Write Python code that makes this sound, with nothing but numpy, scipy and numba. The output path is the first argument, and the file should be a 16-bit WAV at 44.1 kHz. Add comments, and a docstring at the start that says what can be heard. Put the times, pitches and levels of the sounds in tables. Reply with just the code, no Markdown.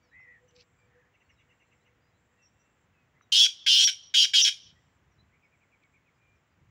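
"""Caged game bird in open farmland

One microphone, the caged bird close by: four loud scratchy notes, two breaking into a short whistle.
The notes are a throttled tone with snaps ringing the throat; cage, leaves and a far tree line return them.
Around them: a small rasp and ticks, faint gliding tones for distant birds, a dove's swelling coos,
and filtered noise for insects, light wind and field hush."""
import sys
import numpy as np
from scipy import signal
from scipy.fft import rfft, irfft
from scipy.io import wavfile
from scipy.ndimage import uniform_filter1d, minimum_filter1d
from numba import njit

SR = 44100
rng = np.random.default_rng(int(sys.argv[2]) if len(sys.argv) > 2 else 0)


def persist_wave(psi):
    """Save psi, clipped to +-1, as 16-bit WAV."""
    counts = np.round(np.clip(psi, -1, 1) * 32767).astype(np.int16)
    wavfile.write(sys.argv[1], SR, np.atleast_2d(counts).T)


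def convert_level_to_amplitude(level_db):
    """Map a level in decibels to its linear amplitude factor."""
    exponent = np.asarray(level_db, float) / 20
    return 10 ** exponent


N = 295470

# Puffs of air through the close bird's syrinx, spectrum only, with the microphone lifting the treble above 14
# kHz: (frequency # [Hz], relative level [dB])
RASP_COLOUR = [(1500, -64), (2300, -38), (3200, -8.5), (4000, -13), (4600, -15.5), (5600, -17.5),
               (7100, -24.5), (7500, -32.5), (9900, -36.5), (11400, -43), (12000, -51.5), (13900, -52),
               (14700, -42), (15800, -41.5)]
# Band levels [dB re main tone]: the two below fade as the beak opens, the upper swells through the note
LOW_SHUT_DB, LOW_OPEN_DB, BEAK_SHUT_DB, BEAK_OPEN_DB = -6, -41, -3, -22.5
UPPER_START_DB, UPPER_END_DB, THIRD_DB, RASP_DB = -14, -4.5, -15, -2
# Throat resonances: centre and width [Hz]
LOW_HZ, LOW_WIDTH_HZ = 1600, 170
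BEAK_SHUT_HZ, BEAK_OPEN_HZ, BEAK_WIDTH_HZ = 2200, 2850, 480
UPPER_START_HZ, UPPER_END_HZ, UPPER_WIDTH_HZ = 5150, 5650, 580
THIRD_HZ, THIRD_WIDTH_HZ = 4900, 250


def scratchy_note(rows):
    """A syrinx tone is throttled, strong and weak by turns; each throb snaps, rings the throat and puffs air."""
    at, (db, hz, per_s, opening), gate = piece(rows, fade_s=0.0031)
    n, opening = len(at), np.clip(opening, 0, 1)
    throb = turns(per_s * (1 + .022 * wander(40, size=n))) - .3
    strength = convert_level_to_amplitude(1.8 * np.cos(throb / 2) + .6 * wander(90, size=n))  # every other throb is weaker
    carrier = np.sin(turns(hz + 32 * wander(120, size=n)) + .4 * np.sin(throb))
    tone = (1 - .6 * np.cos(throb)) * strength * carrier

    snaps = np.diff(np.floor(throb / (2 * np.pi)), prepend=-1) * strength  # one click per throb
    breath = .035 * rng.standard_normal(n) * (1 - .4 * np.cos(throb - 1))
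    beak_hz = BEAK_SHUT_HZ + (BEAK_OPEN_HZ - BEAK_SHUT_HZ) * opening
    beak = throat(snaps + breath, beak_hz, BEAK_WIDTH_HZ)
    upper = throat(snaps + 2 * breath, np.linspace(UPPER_START_HZ, UPPER_END_HZ, n), UPPER_WIDTH_HZ)
    third = throat(snaps + breath, THIRD_HZ, THIRD_WIDTH_HZ)
    low = throat(snaps + 2 * breath, LOW_HZ, LOW_WIDTH_HZ)

    rasp = np.zeros(n)
    turn = np.linspace(0, 5, n)  # six puff shapes, each fading into the next
    for k in range(6):
        shape = coloured(RASP_COLOUR, size=400) * np.hanning(400)
        puff = signal.fftconvolve(snaps + breath, shape)[150:n + 150]
        rasp += puff * np.cos(np.pi / 2 * np.clip(turn - k, -1, 1))

    beak_level = convert_level_to_amplitude(BEAK_SHUT_DB + (BEAK_OPEN_DB - BEAK_SHUT_DB) * opening)
    low_level = convert_level_to_amplitude(LOW_SHUT_DB + (LOW_OPEN_DB - LOW_SHUT_DB) * opening ** 1.1)
    below = beak_level * beak + low_level * low
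    above = convert_level_to_amplitude(np.linspace(UPPER_START_DB, UPPER_END_DB, n)) * upper + convert_level_to_amplitude(THIRD_DB) * third
    return at, gate * convert_level_to_amplitude(db) * (rms_one(tone) + below + above + convert_level_to_amplitude(RASP_DB) * rms_one(rasp))


def throat(x, hz, width_hz):
    """A resonance rung twice (slow rise, dark valleys), its slow level evened out to rms 1."""
    one = np.ones(len(x))
    r = np.exp(-np.pi * width_hz / SR) * one
    c = np.cos(2 * np.pi * hz / SR) * one
    y = resonate(resonate(x, r, c), r, c)
    return y / np.sqrt(uniform_filter1d(y ** 2, size=700) + 1e-14)


@njit
def resonate(x, r, c):
    """Two-pole resonance whose centre and width move sample by sample."""
    y = np.zeros(len(x))
    for i in range(2, len(x)):
        y[i] = (1 - r[i]) * x[i] + 2 * r[i] * c[i] * y[i - 1] - r[i] ** 2 * y[i - 2]
    return y


def whistle(rows, depth, octave_db=-33):
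    """The snapping stops and one clear, beating tone with a faint octave is left."""
    at, (hz, db), gate = piece(rows, fade_s=0.002)
    n = len(at)
    swing = turns(hz + 12 * wander(200, size=n))
    beat = 1 + depth * np.cos(turns(400 * (1 + .15 * wander(60, size=n))))  # about 400 beats per s
    tone = np.sin(swing) + convert_level_to_amplitude(octave_db) * np.sin(2 * swing)
    return at, np.sqrt(2) * gate * beat * convert_level_to_amplitude(db + 1.9 * wander(150, size=n)) * tone


# Scratchy notes of the close bird, in pieces:
# (time [s], main tone level [dB], main tone [Hz], throbs [per s], beak opening [0-1])
NOTES = [
    [(3.319, -28, 3070, 260, 0.6), (3.325, -20.5, 3124, 260, 0.84), (3.381, -18.5, 3248, 260, .85),
     (3.433, -17, 3455, 221, 1.0), (3.457, -22.5, 3220, 221, 0.61), (3.468, -23.5, 3380, 221, 0.21)],
    [(3.662, -26.5, 3247, 279, .0), (3.672, -21.5, 3332, 280, 0.31), (3.712, -18.5, 3071, 252, 1),
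     (3.826, -20, 3262, 266, 0.63), (3.844, -20.5, 3370, 263, 0.73), (3.852, -25.5, 3520, 300, 1)],
    [(3.874, -19, 3130, 190, 0.18), (3.882, -26.5, 3370, 190, 0.3), (3.89, -25.5, 3110, 190, 0.28),
     (3.905, -30.5, 3173, 190, 0.5)],
    [(4.139, -29, 3320, 268, 0), (4.149, -21.5, 3310, 272, 0.39), (4.181, -18.5, 3218, 268, 0.9),
     (4.227, -18.5, 3125, 240, 0.99), (4.258, -25, 3340, 225, .15)],
    [(4.334, -27, 3170, 276, .0), (4.344, -19.5, 3330, 276, 0.38), (4.36, -17.5, 3255, 280, 0.7),
     (4.414, -22, 3080, 284, 0.88), (4.42, -19, 3100, 283, .45)],
    [(4.443, -21, 3110, 217, 1), (4.447, -20, 3333, 217, 0.61), (4.477, -22.5, 3226, 240, 0.35),
     (4.498, -29, 3200, 221, 0.26)],
]
# Breaks into whistling: (time [s], frequency [Hz], level [dB])
WHISTLES = [
    [(3.847, 5485, -23), (3.853, 5700, -16.5), (3.864, 5730, -16.5), (3.872, 5520, -16.5),
     (3.876, 5360, -29.5)],
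    [(4.415, 5430, -24), (4.421, 5640, -19), (4.427, 6050, -23), (4.432, 5940, -21), (4.437, 5760, -20),
     (4.442, 5440, -17.5), (4.445, 5430, -27)],
]
# Beating of each whistle: depth [share of the level]
WHISTLE_BEAT_DEPTHS = [.1, .6]
CALL_EDGE_HZ = 1460


def game_bird():
    """All notes and whistle breaks of the close bird; little sounds below the low band."""
    sounds = [scratchy_note(rows) for rows in NOTES]
    sounds += [whistle(rows, depth) for rows, depth in zip(WHISTLES, WHISTLE_BEAT_DEPTHS)]
    out = np.zeros(N)
    for at, sound in sounds:
        out[at] += sound
    return signal.sosfilt(signal.ellip(5, 1, 45, CALL_EDGE_HZ, "high", fs=SR, output="sos"), out)


# Levels are the energy of each response [dB re the direct call]
SCATTER_DB, SCATTER_T60_S = -10, 0.21
ECHO_DB, ECHO_LAG_S, ECHO_SMEAR_S, ECHO_TREES_PER_S = -42.5, .21, 0.022, 400
FIELD_DB, FIELD_T60_S = -47.5, 1.0


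def surroundings(x):
    """Quick scatter off cage and leaves, one smeared echo from far trees, a faint long tail over the field."""
    t = np.arange(SR) / SR
    noise = rng.standard_normal((3, SR))
    near = band(noise[0], 2600, 14000, order=1) * convert_level_to_amplitude(-60 * t / SCATTER_T60_S) * (t > .002)
    trees = noise[1] * (rng.random(SR) < ECHO_TREES_PER_S / SR)  # separate reflections
    echo = band(trees, 2500, 6235) * np.exp(-.5 * ((t - ECHO_LAG_S) / ECHO_SMEAR_S) ** 2)
    field = band(noise[2], 2100, 6400) * convert_level_to_amplitude(-60 * t / FIELD_T60_S) * np.clip(t / 0.043, 0, 1)
    response = convert_level_to_amplitude(SCATTER_DB) * unit_energy(near) + convert_level_to_amplitude(ECHO_DB) * unit_energy(echo)
    response = response + convert_level_to_amplitude(FIELD_DB) * unit_energy(field)
    return signal.fftconvolve(x, response)[:N]


# Colour of the dry rasp nearby, spectrum only: (frequency [Hz], relative level [dB])
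CHURR_COLOUR = [(1060, -43), (1800, -24), (2270, 7), (2630, 7.5), (3420, -4), (3830, 7), (4680, 9),
                (5940, 3), (7000, -16), (9100, -56), (15400, -120)]
CHURR_AT_S, CHURR_HOLD_S, CHURR_DB = .555, 0.071, -65.5
CHURR_RISE_DB_PER_S, CHURR_FALL_DB_PER_S = 2100, 1650


def churr():
    """A short dry rasp nearby: coloured noise with an uneven level and steep ends."""
    at = np.arange(round((CHURR_AT_S - .015) * SR), round((CHURR_AT_S + CHURR_HOLD_S + .03) * SR))
    t = at / SR - CHURR_AT_S
    rise = CHURR_RISE_DB_PER_S * np.minimum(t, 0)
    fall = CHURR_FALL_DB_PER_S * np.maximum(t - CHURR_HOLD_S, 0)
    level = convert_level_to_amplitude(CHURR_DB + rise - fall + 4.2 * wander(120, size=len(at)))
    out = np.zeros(N)
    out[at] = level * coloured(CHURR_COLOUR, size=len(at))
    return out


# Small dry ticks: (time [s], peak level [dB], frequency [Hz])
TICKS = [(0.2, -55, 1100), (0.51, -60, 5040), (0.618, -56, 2780), (3.21, -48.5, 1590), (5.836, -60, 3700)]


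def ticks():
    """Broad dry ticks: short bursts of noise that die away at once."""
    out = np.zeros(N)
    t = np.arange(400) / SR
    for s, peak_db, hz in TICKS:
        burst = rng.standard_normal(400) * convert_level_to_amplitude(-60 * t / 0.011)
        puff = band(burst, hz / 1.6, hz * 1.3, order=3)
        out[round(s * SR):][:400] += convert_level_to_amplitude(peak_db) * puff / np.abs(puff).max()
    return out


# A warbling whistle far off, at full strength: (time [s], frequency [Hz], level [dB])
WARBLE = [(0.11, 1700, -72), (0.14, 1940, -56), (0.17, 2045, -54), (0.24, 2038, -55.5),
          (0.272, 1926, -58.5), (0.328, 1964, -56), (0.376, 1815, -64), (0.41, 1920, -76)]
WARBLES_PER_S = 84


def warble(swing_hz=78.0, second_ratio=1.236, second_db=-15):
    """A tone with fast vibrato and a weaker second voice above it."""
    at, (hz, db), gate = piece(WARBLE, fade_s=0.0072)
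    n = len(at)
    beat = 2 * np.pi * WARBLES_PER_S * (at - at[0]) / SR
    pitch = hz + swing_hz * np.sin(beat)
    second = np.sin(turns(second_ratio * pitch + 60. * wander(106, size=n)))
    level = convert_level_to_amplitude(db + 0.71 * np.cos(beat) + 2.0 * wander(40, size=n))
    out = np.zeros(N)
    out[at] = np.sqrt(2) * gate * level * (np.sin(turns(pitch)) + convert_level_to_amplitude(second_db) * second)
    return out


# A far bird chattering in calls of several parts: (start [s], length [s], peak level [dB])
CHATTER = [(1.133, 0.031, -68.5), (1.201, 0.025, -66.5), (1.287, 0.029, -63), (1.376, .056, -67.5),
           (1.485, .05, -67.5), (1.59, 0.052, -67), (1.709, 0.034, -66.5), (1.845, 0.049, -69)]
# Parts of one call:
# (lag [s], share of the length [1], first pitch [Hz], last pitch [Hz], level [dB re call], hoarseness [Hz])
CHATTER_PARTS = [(0.00073, 1.06, 2790, 2680, 0, 116), (.007, 1.12, 1980, 2210, -0.5, 140),
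                 (.005, .95, 6080, 6060, -16.5, 150.)]
# Another far bird repeating one hoarse falling note: (start [s], peak level [dB])
CACKLE = [(5.416, -64), (5.511, -68.5), (5.601, -68), (5.711, -65.5), (5.812, -65), (5.928, -65),
          (6.051, -68.5)]
CACKLE_S, CACKLE_FIRST_HZ, CACKLE_LAST_HZ, CACKLE_HOARSE_HZ = 0.0595, 2560, 2090, 90.
# Clear far peeps: (start [s], length [s], first pitch [Hz], last pitch [Hz], peak level [dB])
PEEPS = [(.0, .092, 4700, 4400, -80), (.044, .071, 5300, 4970, -82), (.19, 0.062, 5450, 5500, -80),
         (.773, .05, 4750, 4700, -86), (.84, .065, 4600, 4470, -89), (.0, 0.074, 2300, 2270, -75),
         (0.084, 0.07, 3980, 3810, -79), (.776, 0.096, 2370, 2310, -70.5), (1.36, .046, 3920, 3720, -77),
         (1.398, 0.022, 3530, 3330, -74), (1.797, 0.049, 3700, 4300, -81), (1.995, 0.13, 4750, 5050, -82),
         (2.123, 0.068, 3780, 4150, -81), (2.334, 0.11, 1860, 1960, -75), (2.372, 0.093, 2740, 2650, -70.5),
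         (2.517, 0.23, 2710, 2700, -80), (2.926, 0.12, 2680, 2460, -73), (3.21, .052, 3930, 3750, -74),
         (4.747, .06, 1920, 1960, -68.5), (5.181, 0.044, 3950, 4040, -65.5), (6.161, 0.24, 2385, 2420, -70)]
# Hoarse far chirps: (start [s], length [s], first pitch [Hz], last pitch [Hz], peak level [dB])
CHIRRUPS = [(.024, .036, 5800, 5600, -74.5), (0.48, 0.022, 6100, 5900, -67.5),
            (0.47, 0.061, 2900, 2920, -71.5), (.856, 0.26, 1810, 1820, -67.5),
            (1.287, 0.069, 5940, 5000, -77), (2.417, 0.046, 5950, 5530, -65),
            (2.444, 0.04, 5450, 5820, -63), (2.587, .053, 5800, 5830, -72),
            (3.142, .056, 1930, 2020, -66.5), (3.215, 0.025, 6000, 6000, -71),
            (5.1, 0.063, 6250, 5150, -80), (5.31, .073, 1950, 2350, -68.5), (6.347, .033, 6000, 5300, -82)]
PEEP_HOARSE_HZ, CHIRRUP_HOARSE_HZ = 35., 119.8
# Barely heard peeps at random moments
TWITTERS, TWITTER_DB, TWITTER_S, TWITTER_LOW_HZ, TWITTER_HIGH_HZ = 8, -86, .055, 3800, 5600


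def far_notes():
    """Every far note: (start [s], length [s], first pitch [Hz], last pitch [Hz], peak [dB], hoarseness [Hz])."""
    notes = []
    for s, length, db in CHATTER:
        for lag, share, first_hz, last_hz, part_db, hoarse_hz in CHATTER_PARTS:
            notes.append((s + lag, length * share, first_hz, last_hz, db + part_db, hoarse_hz))
    for s, db in CACKLE:
        notes.append((s, CACKLE_S, CACKLE_FIRST_HZ, CACKLE_LAST_HZ, db, CACKLE_HOARSE_HZ))
    notes += [(*row, PEEP_HOARSE_HZ) for row in PEEPS]
    notes += [(*row, CHIRRUP_HOARSE_HZ) for row in CHIRRUPS]
    for when, high, glide in rng.random((TWITTERS, 3)):
        start = when * (N / SR - 2 * TWITTER_S)
        hz = TWITTER_LOW_HZ + (TWITTER_HIGH_HZ - TWITTER_LOW_HZ) * high
        notes.append((start, TWITTER_S, hz, hz * (.94 + .08 * glide), TWITTER_DB, PEEP_HOARSE_HZ))
    return notes


def far_birds():
    """Gliding tones; distance and hoarseness make pitch and level shake."""
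    out = np.zeros(N)
    for s, length, first_hz, last_hz, db, hoarse_hz in far_notes():
        i, n = round(max(s, 0) * SR), round(length * SR)
        pitch = np.linspace(first_hz, last_hz, n) + hoarse_hz * wander(181, size=n)
        level = convert_level_to_amplitude(db + 0.82 * wander(80, size=n)) * np.sqrt(np.hanning(n))
        out[i:i + n] += level * np.sin(turns(pitch))
    return out


def far_tail(x, tail_db=-14, t60_s=0.25):
    """Far calls arrive with a dull wash of scatter behind them."""
    t = np.arange(SR // 2) / SR
    wash = band(rng.standard_normal(SR // 2), 1200, 7000, order=1) * convert_level_to_amplitude(-60 * t / t60_s)
    return x + convert_level_to_amplitude(tail_db) * signal.fftconvolve(x, unit_energy(wash))[:N]


# Coos of the dove: (middle [s], length [s], level at the top of the swell [dB])
DOVE = [(0.056, 0.1, -80), (.29, 0.074, -76.5), (0.446, 0.091, -66.5), (0.576, 0.15, -63.5),
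        (0.717, 0.052, -84), (0.86, 0.12, -76), (0.978, 0.1, -65.5), (1.49, .15, -81), (1.648, 0.1, -91),
        (1.913, .18, -86), (2.93, 0.084, -87)]
DOVE_HZ = 489
DOVE_FAR_DB, DOVE_FAR_UNTIL_S = -85.5, 3  # a steady faint murmur on the same pitch


def dove():
    """Soft coos on one pitch, each a smooth swell, over a faint murmur."""
    t = np.arange(N) / SR
    level = convert_level_to_amplitude(DOVE_FAR_DB + 3. * wander(6, size=N)) * np.clip((DOVE_FAR_UNTIL_S - t) / .1, 0, 1)
    for s, length, db in DOVE:
        level = level + convert_level_to_amplitude(db) * np.cos(np.pi * np.clip((t - s) / length, -.5, .5)) ** 2
    return np.sqrt(2) * level * np.sin(turns(DOVE_HZ + 4.8 * wander(13.3, size=N)))


# Insect bouts that swell and break off: (start [s], end [s], level at the end [dB])
INSECTS = [(.3, 0.872, -85.5), (1.1, 1.853, -87.5), (2.1, 2.868, -85), (4.663, 4.98, -85.5),
           (5.2, 5.98, -90), (6.05, 6.5, -96)]
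INSECT_HZ, INSECT_WIDTH_HZ = 7450, 380
INSECT_SWELL_DB, INSECT_REST_DB = 7, -101


def insects():
    """A narrow shimmering band of noise; each bout swells, then stops short."""
    t = np.arange(N) / SR
    level = convert_level_to_amplitude(INSECT_REST_DB)
    for start, end, db in INSECTS:
        gate = np.clip(np.minimum((t - start) / .1, (end - t) / 0.021), 0, 1)
        time_left = np.clip((end - t) / (end - start), 0, 1)  # share of the bout
        level = level + gate * convert_level_to_amplitude(db - INSECT_SWELL_DB * time_left)
    low_hz, high_hz = INSECT_HZ - INSECT_WIDTH_HZ / 2, INSECT_HZ + INSECT_WIDTH_HZ / 2
    hiss = band(rng.standard_normal(N), low_hz, high_hz)
    return level * convert_level_to_amplitude(2.2 * wander(30, size=N)) * rms_one(hiss)


# Wind on the microphone: (time [s], level [dB])
WIND = [(.0, -75), (.97, -72), (1.2, -74), (1.65, -76), (1.82, -73), (2.0, -77), (3.2, -76), (4.55, -77.5),
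        (4.77, -66.5), (5.4, -69.5), (5.5, -80), (5.92, -74), (6.15, -80), (6.259, -69.5), (6.5, -78),
        (6.64, -64), (6.7, -73.5)]


def wind():
    """Lumpy wind noise in the bass: a low band of noise with a wandering level."""
    db = np.interp(np.arange(N) / SR, *np.transpose(WIND))
    level = convert_level_to_amplitude(db + 2.8 * wander(6.7, size=N) + 1.7 * wander(25, size=N))
    return level * rms_one(band(rng.standard_normal(N), 54.84, 150))


# Colour of the open field, spectrum only, with the microphone lifting the treble near 15.7 kHz: (frequency
# [Hz], relative # level [dB])
HUSH_COLOUR = [(15, -46.5), (25, -16), (75, -2), (119, -2.5), (413, -11), (472, -10.5), (602, -12),
               (1310, -12), (2020, -12.5), (3200, -21.5), (4540, -31), (7380, -27.5), (8220, -41),
               (9660, -44.5), (13400, -45), (15700, -31.5)]
HUSH_DB = -70.5


def hush():
    """Field hush: steady noise with a fixed spectrum."""
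    return convert_level_to_amplitude(HUSH_DB) * coloured(HUSH_COLOUR, size=N)


def rms_one(x):
    """Scales to rms 1."""
    return x / np.sqrt(np.mean(x ** 2) + 1e-20)


def unit_energy(x):
    """Scales a response so that its squares sum to 1."""
    return x / np.sqrt(np.sum(x ** 2))


def piece(rows, fade_s=0.009):
    """Sample span of a table, its columns joined in time and a gate with soft ends."""
    s, *columns = np.transpose(rows)
    at = np.arange(round(s[0] * SR), min(round(s[-1] * SR), N))
    t = at / SR
    gate = np.clip(np.minimum(t - s[0], s[-1] - t) / fade_s, 0, 1)
    return at, [np.interp(t, s, column) for column in columns], gate


def wander(rate_hz, size):
    """Slow random drift of rms 1: noise through two equal one-pole lowpasses."""
    r = np.exp(-2 * np.pi * rate_hz / SR)
    drift = signal.lfilter([1], [1, -2 * r, r * r], rng.standard_normal(size + 4000))
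    return rms_one(drift[4000:])


def coloured(points, size):
    """Noise with the given spectrum; rms 1."""
    hz = np.maximum(np.fft.rfftfreq(size, 1 / SR), 1)
    point_hz, point_db = np.transpose(points)
    shape = convert_level_to_amplitude(np.interp(np.log(hz), np.log(point_hz), point_db))
    return rms_one(irfft(rfft(rng.standard_normal(size)) * shape, size))


def band(x, low_hz, high_hz, order=2):
    """Butterworth bandpass."""
    return signal.sosfilt(signal.butter(order, [low_hz, high_hz], "band", fs=SR, output="sos"), x)


def turns(hz):
    """Phase [radians] of a moving frequency."""
    return 2 * np.pi * np.cumsum(hz) / SR


def scene():
    """The close bird and its reflections, then small noises, far birds, dove, insects and air."""
    bird = game_bird()
    close = bird + surroundings(bird) + churr() + ticks()
    # the warble sounds twice at half strength, once with the far tail and once without
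    far = far_tail(.5 * warble() + far_birds()) + .5 * warble() + dove()
    return (close + far + insects() + wind() + hush())[None]


def low_pass(x):
    """Removes everything above the highest recorded frequency."""
    return signal.sosfilt(signal.butter(12, 16960, fs=SR, output="sos"), x)


DUCK_FROM_DB, DUCK_SLOPE, DUCK_BELOW_HZ = -44, 0.25, 1000  # slope: dB of bass cut per dB of excess
CUTOFF_HZ, CEILING = 15720, .4  # ceiling: share of full scale


def record(dry):
    """A suppressor turns the bass down while the input is loud; both ends are cut; a fast limiter holds peaks."""
    level_db = 10 * np.log10(uniform_filter1d(dry ** 2, size=1400) + 1e-12)
    bass = signal.sosfiltfilt(signal.butter(4, DUCK_BELOW_HZ, fs=SR, output="sos"), dry)
    bass_gain = convert_level_to_amplitude(-DUCK_SLOPE * np.maximum(level_db - DUCK_FROM_DB, 0))
    x = dry - bass * (1 - bass_gain)
    x = signal.sosfilt(signal.butter(2, 45, "high", fs=SR, output="sos"), x)
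    x = signal.sosfilt(signal.ellip(10, .5, 60, CUTOFF_HZ, fs=SR, output="sos"), x)
    # lowest of the negated level = highest level close by
    peak = uniform_filter1d(-minimum_filter1d(-np.abs(x), size=61), size=41)
    mix = x * np.minimum(1, CEILING / (peak + 1e-9))
    return low_pass(mix)


dry = scene()
out = record(dry)
persist_wave(out)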